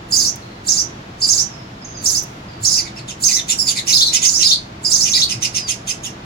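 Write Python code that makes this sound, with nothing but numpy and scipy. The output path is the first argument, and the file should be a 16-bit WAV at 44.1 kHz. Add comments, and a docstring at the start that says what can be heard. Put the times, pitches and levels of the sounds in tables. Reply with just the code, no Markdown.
"""Hoarse chirps and single peeps ring from a wooden nest box under a roof: sparrow nestlings are begging.
Each syllable is a frequency-modulated whistle of the syrinx, with turbulent hiss. Two patterns of chirp
repeat; from about halfway, raspy churrs join in. Reflections from the box and the walls smear the calls.
A parent's claws tick at the hole; two soft thumps, thin pips and one falling whistle in the open sound
over a faint outdoor rumble and hum."""
import sys
import numpy as np
from scipy import signal
from scipy.fft import rfft, irfft, next_fast_len
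from scipy.io import wavfile
from scipy.ndimage import uniform_filter1d, map_coordinates

SR = 44100
rng = np.random.default_rng(int(sys.argv[2]) if len(sys.argv) > 2 else 0)


def wav_record(signal):
    """Record a signal, one row per channel, as 16-bit PCM in the file named by sys.argv[1]."""
    frames = np.transpose(np.atleast_2d(signal))
    bounded = np.clip(frames, -1, 1)
    # unit amplitude maps onto the largest positive 16-bit level
    quanta = np.round(bounded * 32767).astype(np.int16)
    wavfile.write(sys.argv[1], SR, quanta)


N = 275606

# gently falling pitch contour of squeaks and thin pips: length_share, pitch_ratio
FALL_SHAPE = [(0, 1.07), (.4, 1.0), (1, .94)]


def syrinx(length, hz, hoarse, shape, harmonics_db, jitter, rise, fall, flutter_rate=1300, shimmer=0.49):
    """A gliding harmonic tone and its envelope; random frequency and amplitude modulation make it hoarse."""
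    count = int(length * SR)
    progress = np.linspace(0, 1, count)
    contour = uniform_filter1d(np.interp(progress, *np.transpose(shape)), size=160)
    wobble = 0.0239 * np.sqrt(2 * hoarse) * wander(count, 302)
    flutter = jitter * hoarse * wander(count, flutter_rate)
    pitch = hz * contour * (1 + wobble + flutter)
    phase = 2 * np.pi * np.cumsum(pitch) / SR
    tone = np.zeros(count)
    for k, db in enumerate(harmonics_db, 1):
        beak_db = 2.5 * (k > 1) * wander(count, 150)  # overtones come and go as the beak moves
        tone += undb(db + beak_db) * (k * pitch < SR / 2) * np.sin(k * phase)
    envelope = swell(progress, rise, fall) * unit(np.exp(shimmer * hoarse * wander(count, 800)))
    return unit(tone) * envelope, envelope


def syllables(notes, shape, overtones_db, hiss_db, jitter=0.066):
    """Whistles of three harmonics, with turbulence noise in proportion to their hoarseness."""
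    # spectrum of the turbulence: frequency_hz, gain_db
    turbulence = [(2800, -26), (3500, -11), (4200, -5), (7000, -4), (9000, 0), (12000, -1), (16000, -3)]
    voice, air = np.zeros(N), np.zeros(N)
    for start, length, hz, db, hoarse in notes:
        tone, envelope = syrinx(length, hz, hoarse, shape, (0, *overtones_db), jitter, rise=.17, fall=.13)
        add(voice, start, undb(db) * tone)
        add(air, start, undb(db + hiss_db) * hoarse * envelope)
    return voice + hiss(air, turbulence, soften_s=0.034)


def chirps(peep_squeaks):
    """Set patterns of frequency sweeps, one track per kind; the peeps' squeaks join the squeak track."""
    # syllables of a high two-part chirp and of a low one that steps down:
    # delay_s, length_s, pitch_hz, level_db, hoarseness, kind
    high_pattern = [(.001, 0.036, 7400, -11.5, 0.5, "squeak"), (.008, 0.02, 8120, -6, .4, "flick"),
                    (0.017, 0.055, 6440, -0.5, 0.4, "arch"), (0.064, .06, 6760, -7, 0.69, "squeak"),
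                    (0.108, .052, 5930, -2.5, 0.23, "slur"), (0.122, .04, 6870, -10.5, 0.58, "squeak")]
    low_pattern = [(.002, .04, 6300, -8, .45, "squeak"), (0.031, 0.026, 5960, -5, .18, "flick"),
                   (0.048, .058, 5003, -.5, .33, "arch"), (0.093, .03, 6550, -8.5, 0.69, "squeak"),
                   (.112, .026, 5700, -3.5, .1, "flick"), (0.13, .035, 4400, 0, 0.41, "slur")]
    # occurrences of each pattern: start_s, level_db
    high_calls = [(.135, -17.5), (.660, -16), (1.265, -15), (2.034, -18.5), (2.626, -17), (3.215, -16),
                  (4.227, -16), (4.892, -15)]
    low_calls = [(3.874, -14.5), (4.376, -14.5), (5.081, -16.5)]
    # pitch contours (a quick rise, a rise and fall, a rise that levels off): length_share, pitch_ratio
    flick = [(0, .86), (.5, .97), (1, 1.2)]
    arch = [(0, .62), (.24, .92), (.48, 1.0), (.72, 1.01), (.87, .82), (1, .62)]
    slur = [(0, .72), (.33, .92), (.65, 1.0), (1, 1.02)]
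    notes = {"flick": [], "arch": [], "slur": [], "squeak": []}
    for calls, pattern in ((high_calls, high_pattern), (low_calls, low_pattern)):
        for start, call_db in calls:
            for delay, length, hz, db, hoarse, kind in pattern:
                notes[kind].append((start + delay, length, hz, call_db + db, hoarse))
    notes["squeak"] += peep_squeaks
    return (syllables(notes["flick"], flick, overtones_db=(-12.5, -30), hiss_db=9.5, jitter=0.104),
            syllables(notes["arch"], arch, overtones_db=(-13, -21), hiss_db=0, jitter=0.149),
            syllables(notes["slur"], slur, overtones_db=(-15, -18), hiss_db=-10, jitter=0.15),
            syllables(notes["squeak"], FALL_SHAPE, overtones_db=(-32, -30), hiss_db=1.5, jitter=0.1273))


def peeps(hoarse=.22, squeak_ratio=1.43, squeak_db=-12, squeak_hoarse=0.427, overhang_s=0.016):
    """Biphonation: a track of peeps from one side of the syrinx, and squeak notes for the other side."""
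    # single peeps: start_s, length_s, pitch_hz, level_db
    calls = [(0.119, 0.0321, 4890, -17.5), (0.201, 0.029, 4690, -21.5), (1.214, .04, 4898, -17),
             (2.702, .05, 5020, -21), (2.774, 0.022, 4920, -19), (3.583, 0.0443, 5120, -20),
             (3.666, 0.0277, 4740, -19), (4.057, 0.034, 4116, -18), (4.844, 0.034, 4950, -19)]
    # their pitch contour: length_share, pitch_ratio
    contour = [(0, .84), (.22, 1.1), (.42, 1.03), (.7, .98), (1, .97)]
    notes = [(*call, hoarse) for call in calls]
    squeaks = [(start - overhang_s, length + 2 * overhang_s, squeak_ratio * hz, db + squeak_db,
                squeak_hoarse) for start, length, hz, db in calls]
    return syllables(notes, contour, overtones_db=(-12.5, -19), hiss_db=-1, jitter=0.152), squeaks


def churrs(full_db=-15, full_length_s=.057, hoarse=.75, rattle_hz=420):
    """Uneven amplitude modulation roughens low notes that are strongest in their second harmonic."""
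    # churrs: start_s, fundamental_hz, level_db
    calls = [(2.764, 2540, -27.5), (2.846, 2210, -31.5), (2.956, 2570, -31), (3.073, 3200, -27),
             (3.275, 2480, -21.5), (3.355, 2016, -23), (3.478, 3400, -14.5), (3.669, 3500, -17.5),
             (3.749, 2196, -19.5), (3.863, 2805, -15.5), (4.119, 3060, -11.5), (4.211, 3150, -13.5),
             (4.388, 2833, -15.5), (5.044, 2900, -18.5), (5.135, 2350, -20.5), (5.282, 2850, -18.5),
             (5.413, 2847, -16.5), (5.538, 2900, -17), (5.674, 3060, -16), (5.866, 3114, -19),
             (6.028, 3280, -25)]
    # their pitch contour: length_share, pitch_ratio
    contour = [(0, .82), (.26, 1.07), (.55, 1.01), (1, .75)]
    # spectrum of their coarse rasp: frequency_hz, gain_db
    rasp = [(1400, -49), (2000, -9), (2500, -8), (3200, -10), (4500, -5), (7000, -5.5), (9500, -7),
            (15000, -15.5)]
    voice, air = np.zeros(N), np.zeros(N)
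    for start, hz, db in calls:
        slack_db = full_db - db  # a weaker churr is shorter and keeps more of its fundamental
        length = full_length_s * np.exp(-0.01586 * slack_db)
        harmonics_db = (-9 + 0.47 * slack_db, 0, -10, -15, -20)
        tone, envelope = syrinx(length, hz, hoarse, contour, harmonics_db,
                                jitter=.062, rise=.32, fall=.2, flutter_rate=1500, shimmer=.45)
        rattle_phase = 2 * np.pi * np.cumsum(rattle_hz * (1 + 0.309 * wander(len(tone), 172.3))) / SR
        add(voice, start, undb(db - 6.5) * tone * (1 + .5 * np.sin(rattle_phase)))
        add(air, start, undb(db - 9.5) * envelope)
    return voice + hiss(air, rasp, soften_s=0.021)


def hiss(envelope, spectrum, soften_s):
    """A soft hiss swells around each note and fades; each band has its own random amplitude modulation."""
    for _ in range(3):
        envelope = uniform_filter1d(envelope, int(soften_s * SR))
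    noise, ragged = colour(rng.standard_normal(N), spectrum), np.zeros(N)
    for band_hz in ((1000, 4500), (4500, 8000), (8000, 10000), (10000, 12500), (12500, 17000)):
        gains = undb(3 * rng.standard_normal(N // 300 + 1))
        flutter = np.interp(np.arange(N), np.arange(0, N, 300), gains)
        ragged += flutter * signal.sosfilt(butter(3, band_hz, "band"), noise)
    return envelope * unit(ragged)


def nest_box(seats, shelf_hz=8500):
    """Each seat in the box has its own impulse response; all the calls share one tone colour."""
    # overall tone colour of the calls, with a dip near 8 kHz: frequency_hz, gain_db
    tone_colour = [(1200, -36), (2000, 3), (2900, 3), (4000, 4), (5600, 1.5), (7300, 4.5), (8100, -4),
                   (9200, -0.5), (10200, -1), (11500, -6), (13000, -8), (16000, -8)]
    # the treble brightens and dulls: time_s, gain_db
    brightness = [(0, 3), (0.699, -8), (1.3, -5.5), (2.1, 4), (2.9, -3.5), (3.75, 5), (4.4, -5), (5.7, 0.5),
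                  (6.25, 5)]
    calls = sum(reverberation(undb(1.5) * colour(voice, tone_colour)) for voice in seats)
    treble = signal.sosfiltfilt(butter(2, shelf_hz, "high"), calls)
    treble_gain = undb(np.interp(np.arange(N) / SR, *np.transpose(brightness)))
    return calls + treble * (treble_gain - 1)


def reverberation(x, box=(0, 0.11), walls=(-6, 0.2), yard=(-23, 0.44), absorb_hz=8000):
    """Convolution with a direct path and three exponentially decaying tails, each (level_db, t60_s)."""
    # level difference between the sides: frequency_hz, left_minus_right_db
    tilt = [(2000, -7.5), (3000, 1), (4200, 1.5), (5200, -10), (6500, -7.5), (8000, -7), (10000, -2),
            (13000, -6)]
    t = np.arange(int(.7 * SR)) / SR
    response = np.zeros((2, len(t)))
    response[0, 0] = response[1, 20] = 1  # the direct sound reaches the left first
    noise = rng.standard_normal((3, 2, len(t)))
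    noise[1:] = signal.sosfilt(butter(1, absorb_hz, "low"), noise[1:])  # walls and yard sound duller
    for echoes, (db, t60_s), build_s in zip(noise, (box, walls, yard), (.001, .008, .03)):
        tail = echoes * np.exp(-np.log(1000) * t / t60_s) * (1 - np.exp(-t / build_s))
        response += undb(db) * np.sqrt(2) * tail / np.linalg.norm(tail)
    response /= np.linalg.norm(response, axis=1, keepdims=True)
    left, right = signal.fftconvolve(x[None], response, axes=1)[:, :N]
    return np.array([colour(left, [(hz, db / 2) for hz, db in tilt]),
                     colour(right, [(hz, -db / 2) for hz, db in tilt])])


def claws(decay_s=0.004, low_cut_hz=6000):
    """Impacts of claws on the wooden rim: bright noise transients that decay exponentially."""
    # ticks: start_s, level_db
    ticks = [(0.358, -31.5), (2.226, -31), (2.235, -29.5)]
    out, t = np.zeros(N), np.arange(SR // 50) / SR
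    for start, db in ticks:
        add(out, start, undb(db) * np.exp(-t / decay_s) * rng.standard_normal(len(t)))
    return signal.sosfilt(butter(2, low_cut_hz, "high"), out)


def thumps():
    """Low tone bursts of only a few cycles, heard as dull bumps rather than as pitches."""
    # bumps: start_s, length_s, pitch_hz, level_db
    bumps = [(2.602, 0.057, 109.6, -31.5), (5.339, 0.06, 121.5, -29.5)]
    out = np.zeros(N)
    for start, length, hz, db in bumps:
        t = np.arange(int(length * SR)) / SR
        burst = swell(t / length, rise=0.23, fall=0.18) * np.sin(2 * np.pi * hz * t)
        add(out, start, undb(db) * unit(burst))
    return out


def open_whistle():
    """A bird in the open gives one downward glide, almost a pure tone."""
    # the whistle: start_s, length_s, pitch_hz, level_db, hoarseness
    notes = [(5.584, .118, 4880, -30.5, .06)]
    # its pitch contour: length_share, pitch_ratio
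    contour = [(0, 1.09), (.3, 1.03), (.68, .98), (1, .89)]
    return syllables(notes, contour, overtones_db=(-37, -50), hiss_db=-15)


def thin_pips(hoarse=.06):
    """Nearly sinusoidal tones: thin pips, and a faint ring near 1.5 s that follows a chirp."""
    # pips and the ring: start_s, length_s, pitch_hz, level_db
    pips = [(0.418, .018, 4240, -43), (0.502, 0.02, 4250, -47), (1.5, 0.054, 5300, -43),
            (1.814, 0.018, 5120, -39.5), (1.843, 0.017, 6370, -30.5), (1.937, .06, 4790, -39.5),
            (1.966, 0.03, 6320, -32), (2.482, 0.0385, 4760, -44)]
    return syllables([(*pip, hoarse) for pip in pips], FALL_SHAPE, overtones_db=(-40, -50), hiss_db=-15)


def outdoors(rumble_db=-36, hush_db=-55, low_cut_hz=26):
    """Ambient noise: a rumble coherent between the ears in the bass, a machine hum and a high hush."""
    # spectrum of the rumble: frequency_hz, relative_db
    spectrum = [(15, -37), (25, -9.5), (64, -5.5), (127, -0.5), (170, -2.5), (326, -7.5), (516, -14.5),
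                (677, -14), (3620, -25.5), (3920, -26.5), (4610, -29), (5430, -31.5), (8140, -47),
                (9320, -46.5), (16000, -66)]
    # its stereo width: frequency_hz, side_minus_mid_db
    width = [(60, -30), (160, -31), (330, -14.5), (600, 3), (1500, 3.5), (3000, 0.5), (10000, 0)]
    # partials of a distant machine: pitch_hz, level_db
    partials = [(120, -47.5), (199, -49.5), (333.8, -50.5), (667.5, -59)]
    mid, side = (unit(colour(rng.standard_normal(N), spectrum)) for _ in range(2))
    stereo = mid + colour(side, width) * np.array([[1], [-1]])
    rumble = undb(rumble_db + .5 * wander(N, 3.45)) * stereo
    rumble = signal.sosfilt(butter(2, low_cut_hz, "high"), rumble)
    hum, t = np.zeros(N), np.arange(N) / SR
    for hz, db in partials:
        amplitude = np.sqrt(2) * undb(db + 2 * wander(N, 3.833))
        hum += amplitude * np.sin(2 * np.pi * hz * t + 0.93 * wander(N, 8))
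    hush = colour(rng.standard_normal((2, N)), [(2000, -7), (4200, 4.5), (7200, 4.5), (8200, -11.5)])
    return rumble + hum + undb(hush_db) * unit(hush)


def undb(db):
    """Decibels to amplitude ratio."""
    return 10 ** (np.asarray(db) / 20)


def unit(x):
    """Normalise to rms 1."""
    return x / np.sqrt(np.mean(x ** 2))


def butter(order, hz, kind):
    """Sections of a maximally flat filter."""
    return signal.butter(order, hz, kind, fs=SR, output="sos")


def colour(x, points):
    """Zero-phase filtering by a curve of (frequency_hz, gain_db) points."""
    hz, db = np.transpose(points)
    size = next_fast_len(N + 4096)
    bins_hz = np.arange(size // 2 + 1) * SR / size
    gain = undb(np.interp(np.log(bins_hz + 1), np.log(hz), db))
    return irfft(rfft(x, size) * gain, size)[..., :N]


def wander(count, rate):
    """Smooth random modulation with `rate` new values a second and a spread near 1."""
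    place = np.arange(count) * rate / SR
    return map_coordinates(rng.standard_normal(2048), [place + 2], order=3, mode="wrap")


def swell(progress, rise, fall):
    """Sine-squared envelope; rise and fall are shares of the note's length."""
    opening = np.sin(np.pi / 2 * np.clip(progress / rise, 0, 1))
    closing = np.sin(np.pi / 2 * np.clip((1 - progress) / fall, 0, 1))
    return (opening * closing) ** 2


def add(track, start_s, sound):
    """Superpose a sound on a track."""
    i = int(start_s * SR)
    track[i:i + len(sound)] += sound[:N - i]


def scene():
    """The direct-to-reverberant ratio places each source: the pips are mostly echo, claws are drier."""
    peep_voice, peep_squeaks = peeps()
    flicks, arches, slurs, squeaks = chirps(peep_squeaks)
    seats = (peep_voice + flicks, arches, slurs + squeaks, churrs())
    pips = thin_pips()
    near = nest_box(seats)
    ticks = claws()
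    far = reverberation(pips + undb(-4) * ticks, box=(2.5, 0.043), walls=(-1, 0.39), yard=(1.5, 0.77))
    direct = undb(1) * ticks + open_whistle()
    return near + far + direct + thumps() + outdoors()


def record(dry):
    """Soft saturation rounds the highest peaks, and a steep low-pass filter cuts the top."""
    ceiling, top_hz = .82, 16000
    rounded = dry / (1 + (dry / ceiling) ** 8) ** (1 / 8)
    return signal.sosfiltfilt(signal.ellip(8, .1, 50, top_hz, fs=SR, output="sos"), rounded)


dry = scene()
out = record(dry)
wav_record(out)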